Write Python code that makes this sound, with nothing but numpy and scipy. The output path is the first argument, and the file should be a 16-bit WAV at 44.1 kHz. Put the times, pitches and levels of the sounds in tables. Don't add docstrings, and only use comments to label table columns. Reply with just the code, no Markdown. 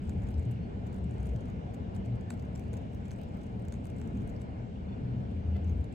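import sys
import numpy as np
from scipy import signal
from scipy.fft import rfft, irfft, next_fast_len
from scipy.io import wavfile
from scipy.ndimage import uniform_filter1d, map_coordinates

SR = 44100
rng = np.random.default_rng(int(sys.argv[2]) if len(sys.argv) > 2 else 0)


def transcribe(signal):
    frames = np.atleast_2d(signal).T
    limited = np.clip(frames, -1, 1)
    pcm = np.round(limited * 32767).astype(np.int16)
    wavfile.write(sys.argv[1], SR, pcm)


N = 261933

# t/s, level/dB
RUMBLE_LEVEL = [(0.0, -37.5), (0.4, -35.5), (0.75, -37.5), (1.2, -36), (1.65, -37.5), (2.1, -37),
                (2.28, -39), (2.4, -38), (2.8, -37), (3.9, -37.5), (4.2, -35), (4.45, -39), (5.34, -37),
                (5.8, -37), (5.94, -38)]
HISS_LEVEL = [(0, -51), (1.3, -50.5), (3, -51), (3.5, -51.5), (4.3, -51), (4.6, -51.5), (5.2, -51.5),
              (5.55, -50.5), (5.94, -52)]
# f/Hz, level/dB
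RUMBLE_COLOUR = [(12, -57.5), (20, -23), (49, -8), (62, -4.5), (76, -1.5), (129, -5), (147, -8.5),
                 (198, -2), (333, -17.5), (450, -17), (580, -42.5), (990, -120)]
HISS_COLOUR = [(180, -23.5), (300, -11), (340, -18), (460, -1), (520, -2.5), (700, -3.5), (1150, -17.5),
               (1500, -17.5), (2300, -25.5), (2900, -25.5), (3700, -29.5), (4500, -35), (8000, -45),
               (9600, -49), (10500, -64), (11200, -74), (12300, -74), (12800, -86.5)]
# f/Hz, width/Hz, boost/dB
NARROW_PEAKS = [(59, 5.9, 1.5), (80.7, 3, 3.5), (119.3, 15, 4.5), (213.3, 10, -3.5), (2132, 69, 6),
                (2357, 190, 5), (2833, 76, 4.5), (11800, 150, 9), (12150, 150, 9)]
# f/Hz, likeness (1 = same, -1 = opposite)
LIKENESS = [(60, .95), (170, .88), (260, .73), (345, .35), (470, .0), (600, -.33), (870, -.4), (1200, -.7),
            (1500, -.5), (1750, -.35), (2000, -.22), (2200, .3), (2450, .6), (2950, .42), (3250, -.12),
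            (3800, -.25), (4500, .25), (5600, .0), (7700, .8), (9400, -.1), (10500, -.85)]
# f/Hz, level/dB
CITY_BALANCE = [(60, 2.5), (180, 0.5), (550, 3.5), (1700, -1.5), (2400, -1), (2850, 0.4), (4500, -2),
                (6000, -1.5), (15000, 3)]
# f/Hz, lead/rad
CITY_LEAD = [(120, .02), (260, .25), (430, 0.0), (600, -.6), (900, 0.0), (1200, .1), (1500, .1), (1900, .8),
             (2300, -.2), (2800, .4), (3200, 0.0)]
KEY_LEAD = [(2000, -6.9), (4500, -5.6), (5000, -4.3), (5500, -2.5), (6000, -.5), (6500, 0.0), (7400, 0.0),
            (8600, -1.1), (11200, -3.1), (12200, -3.3), (13500, -4.5), (15500, -6.2)]
# t/s, level/dB, ring f/Hz, clack/dB, sparkle/dB, length/s
# Clack (4-6 kHz) and sparkle (above 12 kHz) are counted from the click's level (6-11 kHz).
KEY_CONTACTS = [(0.022, -74.5, 7040, -0.5, -11, 0.042), (0.036, -75, 8230, -8, -5.5, 0.02),
                (0.053, -72, 8440, -3, -8.5, 0.028), (0.066, -76, 7540, -2, -10, 0.041),
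                (0.077, -75, 5020, 3, -8, 0.054), (0.094, -56.5, 7470, -6.5, -8.5, 0.028),
                (0.101, -68, 7300, -3, -12, 0.019), (0.22, -69.5, 7020, -6, -5.5, 0.03),
                (0.233, -74.5, 5640, -5, -4.5, 0.07), (0.27, -71.5, 6870, -1, -10, 0.084),
                (0.287, -63, 6450, -10, -8, 0.023), (0.305, -68.5, 9650, -7, -7.5, 0.039),
                (0.314, -68.5, 10140, -3, 1.5, 0.014), (0.342, -67.5, 5600, 5, -9.5, 0.02),
                (0.382, -67.5, 7800, -7, -13, 0.019), (0.396, -61.5, 7800, -12, -11, 0.013),
                (0.425, -74, 6910, -4, -5, 0.07), (0.453, -67.5, 6740, -8, -9, 0.023),
                (0.511, -59.5, 10120, -12, -3, 0.021), (0.517, -64.5, 8750, -8, -1.5, 0.008),
                (0.867, -70.5, 7260, -2, -3, 0.09), (0.927, -68.5, 7950, -5, -8.5, 0.048),
                (0.943, -63, 7320, -11, -4.5, 0.023), (0.96, -70.5, 9630, -6, -9, 0.062),
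                (0.982, -74, 8850, -8, -11.5, 0.067), (1.041, -70, 7710, -11, -10, 0.03),
                (1.109, -84, 7060, -6, -16, 0.031), (1.11, -63, 7730, -16, -19, 0.0041),
                (1.124, -81.5, 7710, -3, -13.5, 0.036), (1.141, -78, 5580, -3, -2, 0.028),
                (1.182, -69, 7410, -9, -15, 0.025), (1.2, -71, 6440, -8, -12, 0.088),
                (1.23, -60.5, 10310, -11, -16, 0.012), (1.256, -63.5, 9470, -12, -7, 0.052),
                (1.269, -65, 8790, -7, -2.5, 0.036), (1.291, -68.5, 7170, -6, -8, 0.052),
                (1.337, -70.5, 8570, -10, 0, 0.016), (1.361, -64, 7320, 2, -6.5, 0.025),
                (1.408, -66.5, 6570, -8, -10.5, 0.028), (1.456, -68, 9240, -3, -10.5, 0.023),
                (1.482, -76, 5660, -9, -2.5, 0.07), (1.5, -68.5, 6740, -11, -5.5, 0.028),
                (1.737, -70, 6680, -6, -0.5, 0.039), (1.743, -65, 8650, -6, -4, 0.06),
                (1.947, -70.5, 8530, 1.5, -5, 0.13), (1.963, -61.5, 8030, -6, -10.5, 0.035),
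                (2.052, -69.5, 8510, -2, -7, 0.035), (2.06, -63.5, 7920, -13, -7.5, 0.019),
                (2.153, -76, 5170, 0, -8.5, 0.064), (2.211, -66.5, 6630, -7, -7.5, 0.014),
                (2.304, -49, 7900, -7, -12.5, 0.025), (2.326, -79, 7040, 7, -6, 0.045),
                (2.337, -69.5, 8440, -2, -3.5, 0.037), (2.376, -74, 7450, -4, -8.5, 0.033),
                (2.395, -70, 5170, 5, -4.5, 0.042), (2.424, -70.5, 7080, -6, 1, 0.021),
                (2.452, -72.5, 6440, -7, -3, 0.023), (2.553, -66, 7150, 2, -11, 0.022),
                (2.558, -58, 7100, -3.5, -10, 0.02), (2.576, -66.5, 7940, -8, -5.5, 0.037),
                (2.595, -62.5, 5680, -5, -1, 0.023), (2.639, -70.5, 6140, -4, -5, 0.027),
                (2.681, -76.5, 8550, -4, -2, 0.031), (2.732, -58, 6940, -12, -10.5, 0.024),
                (2.738, -57, 9580, -6, -9.5, 0.019), (2.769, -63.5, 6910, -8, -3, 0.024),
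                (2.774, -63, 5080, -2, -2, 0.019), (2.818, -73.5, 6200, -8, -8.5, 0.024),
                (2.932, -69.5, 8050, -6, -4, 0.029), (2.947, -67, 10160, -3, 0.5, 0.029),
                (3.054, -68.5, 6550, -2, -14, 0.06), (3.082, -64.5, 6850, -13, -4, 0.016),
                (3.108, -62, 6120, 1, -8, 0.022), (3.115, -56.5, 6160, -6, -10, 0.021),
                (3.13, -67.5, 7410, -9, -9, 0.061), (3.161, -69, 8440, -10, -8.5, 0.026),
                (3.187, -70, 8590, -2, -6.5, 0.031), (3.215, -62.5, 10120, -6, 0, 0.016),
                (3.234, -69, 5490, 1, 2, 0.027), (3.338, -76, 7900, 2, -5, 0.11),
                (3.369, -74.5, 9540, -6, 0, 0.069), (3.413, -69.5, 6650, -4, -7, 0.029),
                (3.433, -75, 7520, -3, -11, 0.1), (3.466, -73, 7450, -3, -10, 0.045),
                (3.597, -71, 9450, -11, -1.5, 0.021), (3.622, -70.5, 8290, -5, -5.5, 0.025),
                (3.65, -67.5, 6740, -7, -7.5, 0.037), (3.684, -60.5, 7020, -4, -2.5, 0.016),
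                (3.723, -56, 6330, -6.5, -15.5, 0.032), (3.735, -68, 7000, -8, -8, 0.02),
                (3.74, -58, 6500, -6, -12.5, 0.0083), (3.752, -72.5, 7500, -6, -12, 0.07),
                (3.843, -69.5, 10100, -2, -6, 0.068), (3.855, -58.5, 10230, -11, -9.5, 0.015),
                (3.869, -65, 8720, -5, -2.5, 0.03), (3.9, -66, 8510, -4, -7, 0.033),
                (3.963, -73, 7920, -9, -12, 0.077), (3.982, -70, 7770, -4, -9, 0.068),
                (3.999, -67, 9260, -6, -8, 0.022), (4.015, -56.5, 7600, -7, -13, 0.011),
                (4.074, -66, 6960, -2, -4.5, 0.038), (4.172, -67.5, 6860, -5, -6, 0.035),
                (4.206, -75.5, 6570, 1, -7, 0.07), (4.22, -68.5, 6700, -6, -5, 0.023),
                (4.275, -63, 9300, -10, -10.5, 0.037), (4.293, -68.5, 6800, -5, -3.5, 0.081),
                (4.364, -77.5, 5020, 8, 0, 0.026), (4.4, -79, 6590, 0, -7, 0.038),
                (4.412, -65.5, 9540, -6, -14, 0.019), (4.417, -60.5, 7970, -4, -9.5, 0.022),
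                (5.312, -80, 8400, 2, -10, 0.038), (5.567, -71, 6680, 5, -0.5, 0.023),
                (5.645, -63.5, 6960, -14, -16, 0.015), (5.677, -76, 6290, 5, -4.5, 0.064),
                (5.695, -60.5, 6590, -12, -5.5, 0.015), (5.778, -76.5, 7640, -5, -3.5, 0.052),
                (5.81, -72, 9730, -9, 0, 0.021), (5.842, -67.5, 10300, -3, -12.5, 0.044),
                (5.925, -67, 7620, -8, -12, 0.039)]
# f/Hz, level/dB
CAP_COLOUR = [(1500, -26), (3000, -7), (4500, -10), (5500, -6.5), (7400, -4), (8200, -5), (9900, -5),
              (11400, -17), (12400, -17.5), (13200, -10), (14300, -12.5), (15800, -18.5)]
# f/Hz, width/Hz, level/dB
CASE_RINGS = [(820, 200, 3), (1150, 250, -3), (1480, 100, 4), (2400, 500, -2)]
# start t/s, end t/s, treble level/dB
BRUSH_RUNS = [(0.0, 0.324, -91.5), (1.105, 1.38, -91.5), (2.3, 2.46, -102), (2.5, 3.25, -94),
              (3.3, 3.496, -91), (3.8, 4.35, -91.5), (5.7, 5.94, -102)]
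# t/s, length/s, f/Hz, level/dB
LOW_HUMS = [(.07, 0.044, 79, -32), (.15, 0.046, 81.8, -31), (.23, 0.11, 59, -34), (.35, .09, 78.2, -27),
            (.36, 0.1, 64.7, -37.5), (.46, 0.07, 116.6, -27.5), (.55, 0.068, 114.6, -36),
            (.97, 0.147, 67.9, -36.5), (.98, 0.097, 120.1, -37.5), (1.01, .07, 171, -37.5),
            (1.19, .16, 63.1, -31.5), (1.35, 0.032, 121, -32), (2.07, 0.0994, 118.7, -30.5),
            (2.13, 0.039, 60, -40), (5.04, 0.101, 122.3, -33), (5.34, 0.073, 83, -32),
            (5.45, 0.117, 80.8, -26), (5.5, .11, 195.1, -38.5), (5.6, 0.1594, 82.7, -27.5),
            (5.72, 0.1, 63.9, -31), (5.78, 0.044, 81.8, -27.5)]
# t/s, length/s, f/Hz, level/dB, left lead/rad
FAINT_BEEPS = [(.62, .05, 4400, -76, .5), (2.222, .016, 1750, -66, 1.0), (2.248, .018, 1750, -62, 1.0),
               (2.279, .022, 1750, -61, 1.0), (3.014, .022, 7600, -79, 0.0), (3.04, .04, 7500, -77, 0.0),
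               (4.868, .04, 3520, -71, 2.0), (4.908, .04, 3530, -69, 2.0), (4.875, .035, 4340, -79, .8),
               (4.918, .032, 4340, -79, .8)]
# f/Hz, level/dB
HORN_TONES = [(680, -54), (1360, -64), (1720, -69), (2040, -61), (2620, -69), (3500, -71), (4400, -78)]

USUAL_KEY_DB = -62.5
SCUFF_DB, KNOCK_DB = -18, 34.5
SCUFF_GROWS, KNOCK_GROWS = -0.74, 0.39
SCUFF_RISE_S, RATTLE_FALL_S = .045, .14
RISE_SHARE, EARLY_SHARE = 0.076, .45
SNAP_DB, SNAP_LENGTH_S = 9.5, 0.015
RING_WIDTH_HZ, RING_DB, SPARKLE_DB = 800, 8, -2
BRUSH_FADE_DB_PER_S, BRUSH_REST_DB = 117.5, -112


def traffic():
    peaks_db = lambda hz: sum(bump(hz, *ring) for ring in NARROW_PEAKS)
    rumble = far_noise(lambda hz: at_pitch(RUMBLE_COLOUR, hz) + peaks_db(hz), patchy_db=0.64)
    hiss = far_noise(lambda hz: at_pitch(HISS_COLOUR, hz) + peaks_db(hz), patchy_db=1.41)
    rumble_db = over_time(RUMBLE_LEVEL) + .5 * wobble(5)
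    hiss_db = over_time(HISS_LEVEL) + .3 * wobble(6)
    return amp(rumble_db) * rumble + amp(hiss_db) * hiss


def key_clicks():
    early = SR // 50
    t = np.arange(-early, 4 * early) / SR
    hz = np.fft.rfftfreq(len(t), 1 / SR)
    out = np.zeros((2, N + SR))
    for start, db, ring_hz, clack_db, sparkle_db, length in KEY_CONTACTS:
        noise = unit(rng.standard_normal(len(t)) + 0.55 * rng.standard_normal((2, len(t))))
        chatter = amp(26 * smooth_noise(len(t), 40))
        scuff = amp(SCUFF_DB + SCUFF_GROWS * (db - USUAL_KEY_DB) + 60 * t / SCUFF_RISE_S)
        rattle = amp(-17 - 60 * t / RATTLE_FALL_S)
        rise = np.maximum(t / (RISE_SHARE * np.clip(length, .005, .1)) + EARLY_SHARE, 0)
        click = (rise * np.exp(1 - rise)) ** 2.33
        stroke = (np.where(t < 0, scuff, rattle) * chatter + click) * noise
        stroke[:, early + SR // 1000] += amp(SNAP_DB) * SNAP_LENGTH_S / length
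        colour = key_colour(hz, ring_hz, clack_db, sparkle_db)
        out[:, round(start * SR):][:, :len(t)] += irfft(rfft(amp(db) * stroke) * colour, len(t))
    return out[:, early:N + early]


def key_colour(hz, ring_hz, clack_db, sparkle_db):
    ring = amp(bump(hz, ring_hz, RING_WIDTH_HZ, RING_DB) + 18 * smooth_noise(len(hz), 50))
    gain = amp(at_pitch(CAP_COLOUR, hz)) * ring
    strength = lambda low, high: np.sqrt(np.mean(gain ** 2 * (hz > low) * (hz < high)))
    clack = amp(clack_db) / strength(3800, 6000)
    click = 1 / strength(6000, 11000)
    sparkle = amp(sparkle_db + SPARKLE_DB) / strength(12300, 15800)
    bands = np.select([hz < 5800, hz > 12400], [clack, sparkle], click)
    return from_cap(hz) * ring * uniform_filter1d(bands, size=40)


def case_knocks():
    blows = np.zeros(N + SR)
    for start, db, *_ in KEY_CONTACTS:
        blow_db = db + KNOCK_DB + KNOCK_GROWS * (db - USUAL_KEY_DB)
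        blows[round((start + .001) * SR):][:12] += amp(blow_db) * np.hanning(12) / 6
    case = lambda hz: sum((-1) ** k * amp(db) * 1j * hz * width / (pitch**2 - hz**2 + 1j * hz * width)
                          for k, (pitch, width, db) in enumerate(CASE_RINGS))
    return filtered(blows[:N], case)


def skin_brushing():
    t = np.arange(N) / SR
    level_db = BRUSH_REST_DB
    for start, end, db in BRUSH_RUNS:
        outside_s = np.abs(t - np.clip(t, start, end))
        level_db = np.maximum(level_db, db - BRUSH_FADE_DB_PER_S * outside_s)
    grit = amp(5 * wobble(150)) * (rng.standard_normal(N) + 0.37 * rng.standard_normal((2, N)))
    hz = np.arange(0, SR / 2, 10)
    treble = np.sqrt(np.mean(amp(at_pitch(CAP_COLOUR, hz)) ** 2 * (hz > 12800)))
    return filtered(amp(level_db) * unit(grit), from_cap) / treble


def hums():
    return tones(LOW_HUMS, fade_share=0.375, rough_db=1)


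def far_horn(start_s=5.551, length_s=.02, lead_rad=1.0):
    rows = [(start_s, length_s, hz, db, lead_rad) for hz, db in HORN_TONES]
    return tones(rows, fade_share=.7, rough_db=3)


def beeps():
    return tones(FAINT_BEEPS, fade_share=.7, rough_db=3)


def tones(rows, fade_share, rough_db):
    out = np.zeros((2, N + SR))
    for start, length, hz, db, *lead in rows:
        t = np.arange(int(length * (1 + fade_share) * SR)) / SR
        shape = signal.windows.tukey(len(t), 2 * fade_share / (1 + fade_share))
        phase = 2 * np.pi * (hz * t + rng.random()) + np.array([[.5], [-.5]]) * sum(lead)
        first = max(round((start - length * fade_share / 2) * SR), 0)
        out[:, first:][:, :len(t)] += amp(db) * shape * np.sin(phase)
    return filtered(out[:, :N] * amp(rough_db * wobble(82)), from_city)


def far_noise(colour_db, patchy_db):
    grid = signal.stft(rng.standard_normal((2, N)), nperseg=512)[2]
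    patches = uniform_filter1d(rng.standard_normal(grid.shape[1:]), size=6, axis=0)
    patches = uniform_filter1d(patches, size=14, axis=1)
    pair = signal.istft(grid * amp(patchy_db * unit(patches)), nperseg=512)[1][:, :N]
    turn = lambda hz: np.arccos(at_pitch(LIKENESS, hz)) / 2
    same, apart = filtered(pair, lambda hz: amp(colour_db(hz)) * [np.cos(turn(hz)), np.sin(turn(hz))])
    return unit(filtered(np.array([same + apart, same - apart]), from_city))


def from_city(hz):
    return left_right(at_pitch(CITY_LEAD, hz), at_pitch(CITY_BALANCE, hz))


def from_cap(hz):
    return amp(at_pitch(CAP_COLOUR, hz)) * left_right(at_pitch(KEY_LEAD, hz), louder_db=.6)


def left_right(lead_rad, louder_db):
    half = .5j * lead_rad + np.log(amp(louder_db)) / 2
    return np.exp(np.array([half, -half]))


def filtered(x, response):
    size = next_fast_len(N + SR // 2)
    return irfft(rfft(x, size) * response(np.fft.rfftfreq(size, 1 / SR)), size)[..., :N]


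def bump(hz, centre_hz, width_hz, db):
    return db / (1 + (2 * (hz - centre_hz) / width_hz) ** 2)


def at_pitch(table, hz):
    pitches, values = np.transpose(table)
    return np.interp(np.log(hz + 1), np.log(pitches + 1), values)


def over_time(table):
    return np.interp(np.arange(N) / SR, *np.transpose(table))


def wobble(per_second):
    points = rng.standard_normal(int(N * per_second / SR) + 4)
    return map_coordinates(points, [np.arange(N) * per_second / SR])


def smooth_noise(count, span):
    return uniform_filter1d(rng.standard_normal(count), size=span)


def amp(db):
    return 10 ** (np.asarray(db) / 20)


def unit(x):
    return x / np.sqrt(np.mean(x ** 2) + 1e-20)


def scene():
    return traffic() + key_clicks() + case_knocks() + skin_brushing() + hums() + far_horn() + beeps()


def record(dry):
    return filtered(dry, lambda hz: hz < 15850)


dry = scene()
out = record(dry)
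transcribe(out)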